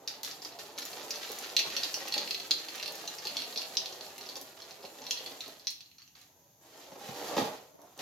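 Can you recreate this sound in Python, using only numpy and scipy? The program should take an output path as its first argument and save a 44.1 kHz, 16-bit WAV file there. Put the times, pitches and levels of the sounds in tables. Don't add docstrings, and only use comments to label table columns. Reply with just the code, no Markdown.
import sys
import numpy as np
from scipy import signal
from scipy.fft import rfft, irfft, next_fast_len
from scipy.io import wavfile
from scipy.ndimage import map_coordinates

SR = 44100
rng = np.random.default_rng(int(sys.argv[2]) if len(sys.argv) > 2 else 0)


def generate_wav(sig):
    pcm = np.round(np.clip(np.atleast_2d(sig).T, -1, 1) * 32767).astype(np.int16)
    wavfile.write(sys.argv[1], SR, pcm)


N = 353241

# [s, before damping]
BOWL_MODES = [(1950, -23, .01), (2330, -23, .008), (2740, -15, .011), (3340, -9, .011), (3650, -9, .008),
              (4080, -2, .010), (4370, 0, .010), (4750, -3, .007), (5430, -6, .008), (6000, -9, .007),
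              (6500, -14, .005)]
# [dB per Hz, relative]
PATTER_COLOUR = [(710, -32.5), (1200, 5.5), (1480, 2), (1870, 6), (2130, 2), (2280, 3.5), (4270, 6),
                 (6720, 1), (8000, -30), (10400, -38.5), (17600, -120)]
# [dB per Hz, relative]
RUSTLE_COLOUR = [(4350, -6.5), (7400, 3), (7980, -7), (10000, -5), (12100, 0), (12800, -0.5),
                 (15100, -10.5), (16200, -19.5)]


def amp(db):
    return 10 ** (np.asarray(db) / 20)


def unit(x):
    return x / np.sqrt(np.mean(x ** 2) + 1e-20)


def along(points, hz):
    point_hz, value = np.transpose(points)
    return np.interp(np.log(hz + 1), np.log(point_hz + 1), value)


def pulse(spectrum, size=2048):
    gain = amp(along(spectrum, np.fft.rfftfreq(size, 1 / SR)))
    cepstrum = irfft(np.log(gain + 1e-6))
    cepstrum[1:size // 2] *= 2
    cepstrum[size // 2 + 1:] = 0
    shape = irfft(np.exp(rfft(cepstrum)))
    return shape / np.linalg.norm(shape)


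def burst(colour, t60):
    t = np.arange(int(SR * t60)) / SR
    noise = rng.standard_normal(SR // 8)[:len(t)]
    x = signal.fftconvolve(noise * amp(-60 * t / t60), colour)
    return x / np.abs(x).max()


def ring(modes, scatter_db, rise, damping=1, low_db=0, detune=0):
    t = np.arange(int(SR * max(m[2] for m in modes) / damping)) / SR
    hz, db, t60 = np.array(modes).T[:, :, None]
    db = db + scatter_db * rng.standard_normal(db.shape)
    db = db + low_db * (hz <= hz[2])
    hz = hz * (1 + detune * rng.standard_normal(hz.shape))
    swing = (-1) ** np.arange(len(modes))[:, None]
    decay = amp(db - 60 * t * damping / t60)
    x = np.sum(decay * swing * np.sin(2 * np.pi * hz * t), axis=0)
    x = x * (1 - np.exp(-t / rise))
    return x / np.abs(x).max()


def add(track, s, sound):
    part = track[..., max(round(s * SR), 0):][..., :sound.shape[-1]]
    part += sound[..., :part.shape[-1]]


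def paired(two):
    # pitch_hz [Hz], likeness [correlation]
    likeness = [(30, 0.61), (100, 0.78), (400, 0.95), (800, 0.22), (1500, 0.089), (16000, 0.02)]
    alike = along(likeness, np.fft.rfftfreq(two.shape[1], 1 / SR))
    turn = np.arccos(np.clip(alike, -1, 1)) / 2
    mid, side = irfft(rfft(two) * [np.cos(turn), np.sin(turn)], two.shape[1])
    return np.array([mid + side, mid - side])


def grains(contact, per_second, spread_db, level_db, wide, clump_db):
    clumps = map_coordinates(rng.standard_normal(int(N * 40 / SR) + 4), [np.arange(N) * 40 / SR])
    hit_luck, size_luck, sign_luck, spot_luck = rng.random((4, N))
    sizes = amp(-spread_db * np.log(size_luck + 0.83)) * np.sign(sign_luck - .5)
    hail = (hit_luck < per_second / SR) * sizes * amp(clump_db * clumps)
    hail = hail / np.sqrt(per_second)
    spot = wide * (2 * spot_luck - 1)
    pair = hail * np.array([np.cos(spot) + np.sin(spot), np.cos(spot) - np.sin(spot)])
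    heard = signal.fftconvolve(pair, contact[None], axes=1)[:, :N]
    return amp(level_db) * unit(heard)


def stream():
    # time_s [s], level_db [dB]
    slide_levels = [(0.0, -58), (0.36, -56), (0.8, -53.5), (0.98, -51), (1.34, -53), (1.65, -50),
                    (1.94, -52.5), (2.23, -50.5), (2.43, -55), (2.77, -53.5), (3.23, -53), (3.48, -54),
                    (3.9, -52), (4.15, -56), (4.4, -56), (4.55, -58), (4.8, -57), (4.93, -57.5),
                    (5.02, -51), (5.11, -59.5), (5.2, -52.5), (5.26, -58), (5.32, -55), (5.45, -60),
                    (5.49, -53), (5.57, -62.5), (5.62, -68), (5.78, -77.5), (6.13, -96), (6.16, -75),
                    (6.33, -72.5), (6.57, -75), (6.66, -60.5), (6.74, -61), (6.79, -55), (6.85, -59),
                    (6.99, -54), (7.16, -46), (7.27, -42.5), (7.36, -38.5), (7.43, -37), (7.58, -52.5),
                    (7.65, -61), (7.775, -70), (7.79, -56.5), (7.95, -66.5), (8.01, -49)]
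    # time_s [s], level_db [dB]
    patter_levels = [(0.0, -70), (0.75, -61.5), (0.9, -50), (1.45, -48.5), (1.6, -52), (1.76, -45),
                     (2.3, -50.5), (2.99, -52), (3.5, -50), (3.95, -54), (4.53, -59), (4.95, -59),
                     (5.2, -52.5), (5.5, -56.5), (5.6, -66), (5.9, -78.5), (6.6, -79), (6.63, -66),
                     (6.73, -63.5), (6.8, -58.5), (6.97, -62), (7.05, -52), (7.25, -47), (7.36, -46.5),
                     (7.389, -40.5), (7.6, -62.5), (7.76, -78), (8.01, -64.5)]
    # [dB, drag on the bag over the patter]
    sudden_bursts = [(0.075, -48.5, -0.5), (0.232, -43, 2), (0.423, -50.5, 1), (0.588, -45.5, -3),
                     (0.781, -41.5, -5), (5.983, -61.5, -22), (6.152, -59, -6), (6.213, -69, 2),
                     (7.785, -76, -11), (7.99, -44, -3)]
    # [dB per Hz, relative]
    slide_colour = [(35, -32), (60, -22.5), (194, -7.5), (218, -10.5), (249, -4), (435, 0.5), (829, 0),
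                    (975, -4.5), (1470, -15), (2000, -20), (2600, -26), (4400, -120)]
    pour_ends_s, burst_fade_db_per_s = 5.75, 130
    bag_db, bag_follows = -52.5, 0.85

    t = np.arange(N) / SR
    pouring = t < pour_ends_s
    slide_db = np.interp(t, *np.transpose(slide_levels))
    steady_db = np.interp(t, *np.transpose(patter_levels))

    patter_power = amp(steady_db) ** 2
    drag_power = amp(steady_db) ** 2
    for start_s, level_db, drag_db in sudden_bursts:
        fading_db = level_db - burst_fade_db_per_s * np.abs(t - start_s)
        burst_power = amp(fading_db) ** 2 * (t >= start_s)
        patter_power = patter_power + burst_power
        drag_power = drag_power + burst_power * amp(drag_db) ** 2
    patter_db = 10 * np.log10(patter_power)
    rustle_db = bag_db + bag_follows * (10 * np.log10(drag_power) + 50)

    slide = grains(pulse(slide_colour), 1000, 2.5, slide_db, wide=.15, clump_db=1.2)
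    patter = grains(pulse(PATTER_COLOUR), np.where(pouring, 400, 1500), 5, patter_db,
                    wide=.9, clump_db=np.where(pouring, 2.2, 1.3))
    rustle = grains(pulse(RUSTLE_COLOUR), 2000, 4.5, rustle_db, wide=1.4, clump_db=1.5)
    small_tick = ring(BOWL_MODES, scatter_db=0, rise=.0003, damping=1.5)
    small = grains(small_tick, 70, 5, patter_db, wide=.3, clump_db=3)
    return slide + patter + rustle + amp(-12) * small * pouring


def ticks():
    # [dB on the lowest modes, by where it lands]
    short_ticks = [(0.0765, -26.5, 8.5, 4), (0.233, -30, -15, 0), (0.2477, -47, 22, 2),
                   (0.312, -43.5, 16, 13), (0.4198, -52.5, 20.5, -4), (0.4491, -34, 7, 9),
                   (0.522, -38.5, -18, 9), (0.5881, -35, -24, -4), (0.778, -34, 3, -5), (0.821, -33, 3, -7),
                   (0.93, -33.5, -11, 6), (1.082, -41, -12, 16), (1.107, -30.5, 11, 17),
                   (1.1575, -33.5, 4.5, 3), (1.2386, -52, 0, 2), (1.255, -45, -1, -1),
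                   (1.2906, -32.5, -3, 3), (1.478, -40, -6, 13), (1.5655, -9.5, -15, 4),
                   (1.591, -16, -3, 12), (1.5948, -19, -18.5, 14), (1.7027, -29, 1, 18),
                   (1.766, -18.5, 0.5, 7.5), (1.834, -17.5, -2, 4.5), (1.942, -26.5, 9.5, 22),
                   (2.041, -50, -8, 6), (2.0582, -41, -9, 15), (2.079, -26, -6, 17), (2.123, -21, -17, 1),
                   (2.14, -16.5, -9, 9), (2.1793, -19, -6, 2), (2.2756, -25, -8, 13),
                   (2.308, -18.5, -16, 6), (2.3448, -22.5, -17, 9), (2.399, -26, -9.5, 3),
                   (2.5092, -10.5, -3.5, 0), (2.5845, -38.5, 7, 6), (2.6847, -27.5, -10, 11),
                   (2.779, -34, -7, 12), (2.7978, -30, -11, 16), (2.827, -23, -21, 10),
                   (2.838, -32, -10.5, 8), (2.859, -23.5, -32, 10), (2.879, -25.5, -25, 13),
                   (2.992, -42, -11, 6), (3.0765, -28.5, 5, 4), (3.1852, -36.5, 7, 17),
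                   (3.2526, -26.5, -0.5, 4), (3.27, -19.5, -26, 5), (3.3679, -19, -23, 0),
                   (3.402, -27.5, -3, 8), (3.4194, -25, -18, 5), (3.438, -32, -5, 9), (3.525, -35, -6, -3),
                   (3.5593, -26, -13, 8), (3.5747, -21, -0.5, -9), (3.6173, -26, -21, 7),
                   (3.753, -35, -2, 4), (3.77, -32, 21, -3), (3.858, -24.5, -32, 5.5), (3.926, -35.5, 3, 0),
                   (4.009, -31, -4, 0), (4.0648, -37, -4, 9), (4.181, -35, -17, 14), (4.2103, -34, -11, 5),
                   (4.263, -44.5, 10.5, 11), (4.289, -28.5, -15.5, -12), (4.356, -28.5, -28, 4),
                   (4.6199, -37, 1.5, -11), (4.7087, -35, -3, 12), (4.8283, -41, -14, 2),
                   (4.8502, -35.5, -17, 10), (5.019, -40.5, 7, 16), (5.0404, -46, 10, 5),
                   (5.0662, -25.5, -8, 4), (5.1091, -18, 4, 3), (5.173, -28, -5, 10), (5.2405, -47, -5, 3),
                   (5.261, -26, -7, 6), (5.4062, -25.5, 0, -1), (5.46, -40, -10, -8), (5.596, -42, -9, -13),
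                   (5.648, -50, 7, 0), (5.67, -20, 1, 3), (5.8064, -37, -16, -1), (5.859, -47.5, -14, 0),
                   (5.914, -47, -16, 11), (5.9834, -44.5, 2, 11), (6.019, -42.5, -8, 10),
                   (6.077, -48, 2, 15), (6.1513, -49, -2, -4), (6.215, -47.5, -11, -1)]
    # [dB, relative]
    crunch_colour = [(1200, -50), (2000, -26), (3000, -12), (4600, 0), (6000, -1), (7000, -12), (8000, -35)]
    snap_base_db, snap_follows = -38.5, 0.92
    out, crunch, snap = np.zeros(N), pulse(crunch_colour), pulse(RUSTLE_COLOUR)
    for start_s, ring_db, crunch_db, low_db in short_ticks:
        wall = ring(BOWL_MODES, scatter_db=2, rise=0.001, damping=1.3, low_db=low_db, detune=.012)
        snap_db = snap_base_db + snap_follows * (ring_db + 25)
        add(out, start_s, amp(ring_db) * wall)
        add(out, start_s, amp(ring_db + crunch_db) * burst(crunch, t60=0.0026))
        add(out, start_s, amp(snap_db) * burst(snap, t60=.012))
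    return out


def creases():
    # start_s [s], peak_db [dB]
    snaps = [(0.2321, -24.5), (0.7868, -29), (0.821, -41), (0.853, -25.5), (1.027, -44), (1.1088, -29),
             (1.318, -28.5), (1.3873, -28), (1.8464, -33), (1.9416, -29), (2.0826, -27.5), (2.648, -38),
             (2.756, -33.5), (2.877, -31.5), (2.9224, -30.5), (2.9544, -32), (4.1807, -35), (4.3681, -31),
             (4.4133, -31), (5.243, -40), (5.306, -40), (5.48, -35), (5.705, -31.5), (6.2136, -46),
             (7.817, -44), (7.977, -40)]
    # [dB, relative]
    click_colour = [(1500, -35), (3500, -9), (6800, 0), (7800, -12), (10000, -9), (12500, -3), (16000, -16)]
    out, click = np.zeros(N), pulse(click_colour)
    for start_s, peak_db in snaps:
        add(out, start_s, amp(peak_db) * burst(click, t60=0.0083))
    return out


def knocks():
    # [dB on the lowest modes, by where it lands]
    blows = [(0.182, -49.5, -19), (0.455, -42.5, -18), (1.298, -41.5, -6.5), (1.458, -44, -15),
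             (1.663, -43, 7.5), (2.01, -42.5, -15), (2.053, -40, -21), (2.163, -34, -23), (2.185, -43, -26),
             (3.037, -42, -22), (3.253, -40, -3), (3.356, -44, -12), (3.559, -44, -9), (3.922, -50, -14),
             (4.366, -42, -13), (4.839, -41.5, -4), (5.012, -47, -5), (5.318, -46, -14),
             (6.918, -44.5, 1.5), (6.956, -44.5, -10), (7.008, -46, -10), (7.04, -50, 2),
             (7.087, -39.5, 12), (7.367, -25.5, 4), (7.379, -20.5, -21), (7.413, -32, 7),
             (7.991, -41.5, -1)]
    # [s, before damping]
    panel_modes = [(89, -10.5, 0.12), (148, -3.5, 0.11), (205, -1, 0.13), (284, -2.5, 0.13),
                   (351, -3, 0.148), (430, 0.5, 0.16), (552, 1, 0.12), (703, 0.5, 0.073), (803, 3, 0.091),
                   (866, -0.5, 0.16), (1072, -2.5, 0.088), (1290, -3, .06)]
    panel_db, slap_db = 2.5, -2.5
    out, slap = np.zeros(N), pulse(PATTER_COLOUR)
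    for start_s, strength_db, low_db in blows:
        panel = ring(panel_modes, scatter_db=2, rise=.0011, damping=2.8, low_db=low_db)
        add(out, start_s, amp(strength_db + panel_db) * panel)
        add(out, start_s, amp(strength_db + slap_db) * burst(slap, t60=0.051))
    return out


def room(x, size=SR // 7):
    # pitch_hz [Hz], t60_s [s]
    wall_decay = [(200, 0.29), (1000, 0.24), (3000, 0.47), (7000, 0.22), (14000, 0.33)]
    table_db = 6
    out, t_tail = np.zeros((2, N)), np.arange(2 ** 14) / SR
    for start in range(0, N, size):
        lumps = map_coordinates(rng.standard_normal(200), [t_tail * 450])
        early_db = (1.96 * lumps + table_db) * np.exp(-t_tail / 0.011)
        echoes = rng.standard_normal((2, len(t_tail))) * amp(early_db)
        hz, t, bands = signal.stft(echoes, SR, nperseg=256)
        decay = amp(-60 * t / along(wall_decay, hz)[:, None])
        tail = paired(signal.istft(bands * decay, SR, nperseg=256)[1])
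        tail = tail / np.sqrt(np.sum(tail ** 2) / 2)
        wet = signal.fftconvolve(x[None, start:start + size], tail, axes=1)
        add(out, start / SR + .002, wet)
    return out


def hush():
    # [dB per Hz, relative]
    hush_colour = [(15, -45.5), (25, 4), (134, 4.5), (224, -5.5), (279, -2), (500, -19), (900, -8),
                   (1400, -26), (2500, -23.5), (5200, -15.5), (6630, -4.5), (8010, -42), (12700, -6.5),
                   (16200, -25)]
    size = next_fast_len(N)
    colour = amp(along(hush_colour, np.fft.rfftfreq(size, 1 / SR)))
    noise = paired(rng.standard_normal((2, size)))
    return amp(-64.5) * unit(irfft(rfft(noise) * colour, size)[:, :N])


def scene():
    pour, bowl, blows = stream(), ticks(), creases() + knocks()
    pour_mono = pour.sum(axis=0) / 2
    echoes = room(amp(3.0) * bowl + amp(1.5) * blows + amp(-0.5) * pour_mono)
    return pour + bowl + blows + echoes + hush()


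def record(dry):
    # [dB, left minus right]
    port_gains = [(30, -0.5), (500, -2), (4000, -2), (8000, 2), (16000, -0.5)]
    top_hz, bass_hz, right_lag_s = 16200, 70, .000014
    size = next_fast_len(N + SR // 4)
    hz = np.fft.rfftfreq(size, 1 / SR)
    sides = amp(along(port_gains, hz) / 2 * np.array([[1], [-1]]))
    lag = np.exp(-2j * np.pi * hz * np.array([[0], [right_lag_s]]))
    bass_cut = (1j * hz / (1j * hz + bass_hz)) ** 3
    return irfft(rfft(dry, size) * sides * lag * bass_cut * (hz < top_hz), size)[:, :N]


dry = scene()
out = record(dry)
generate_wav(out)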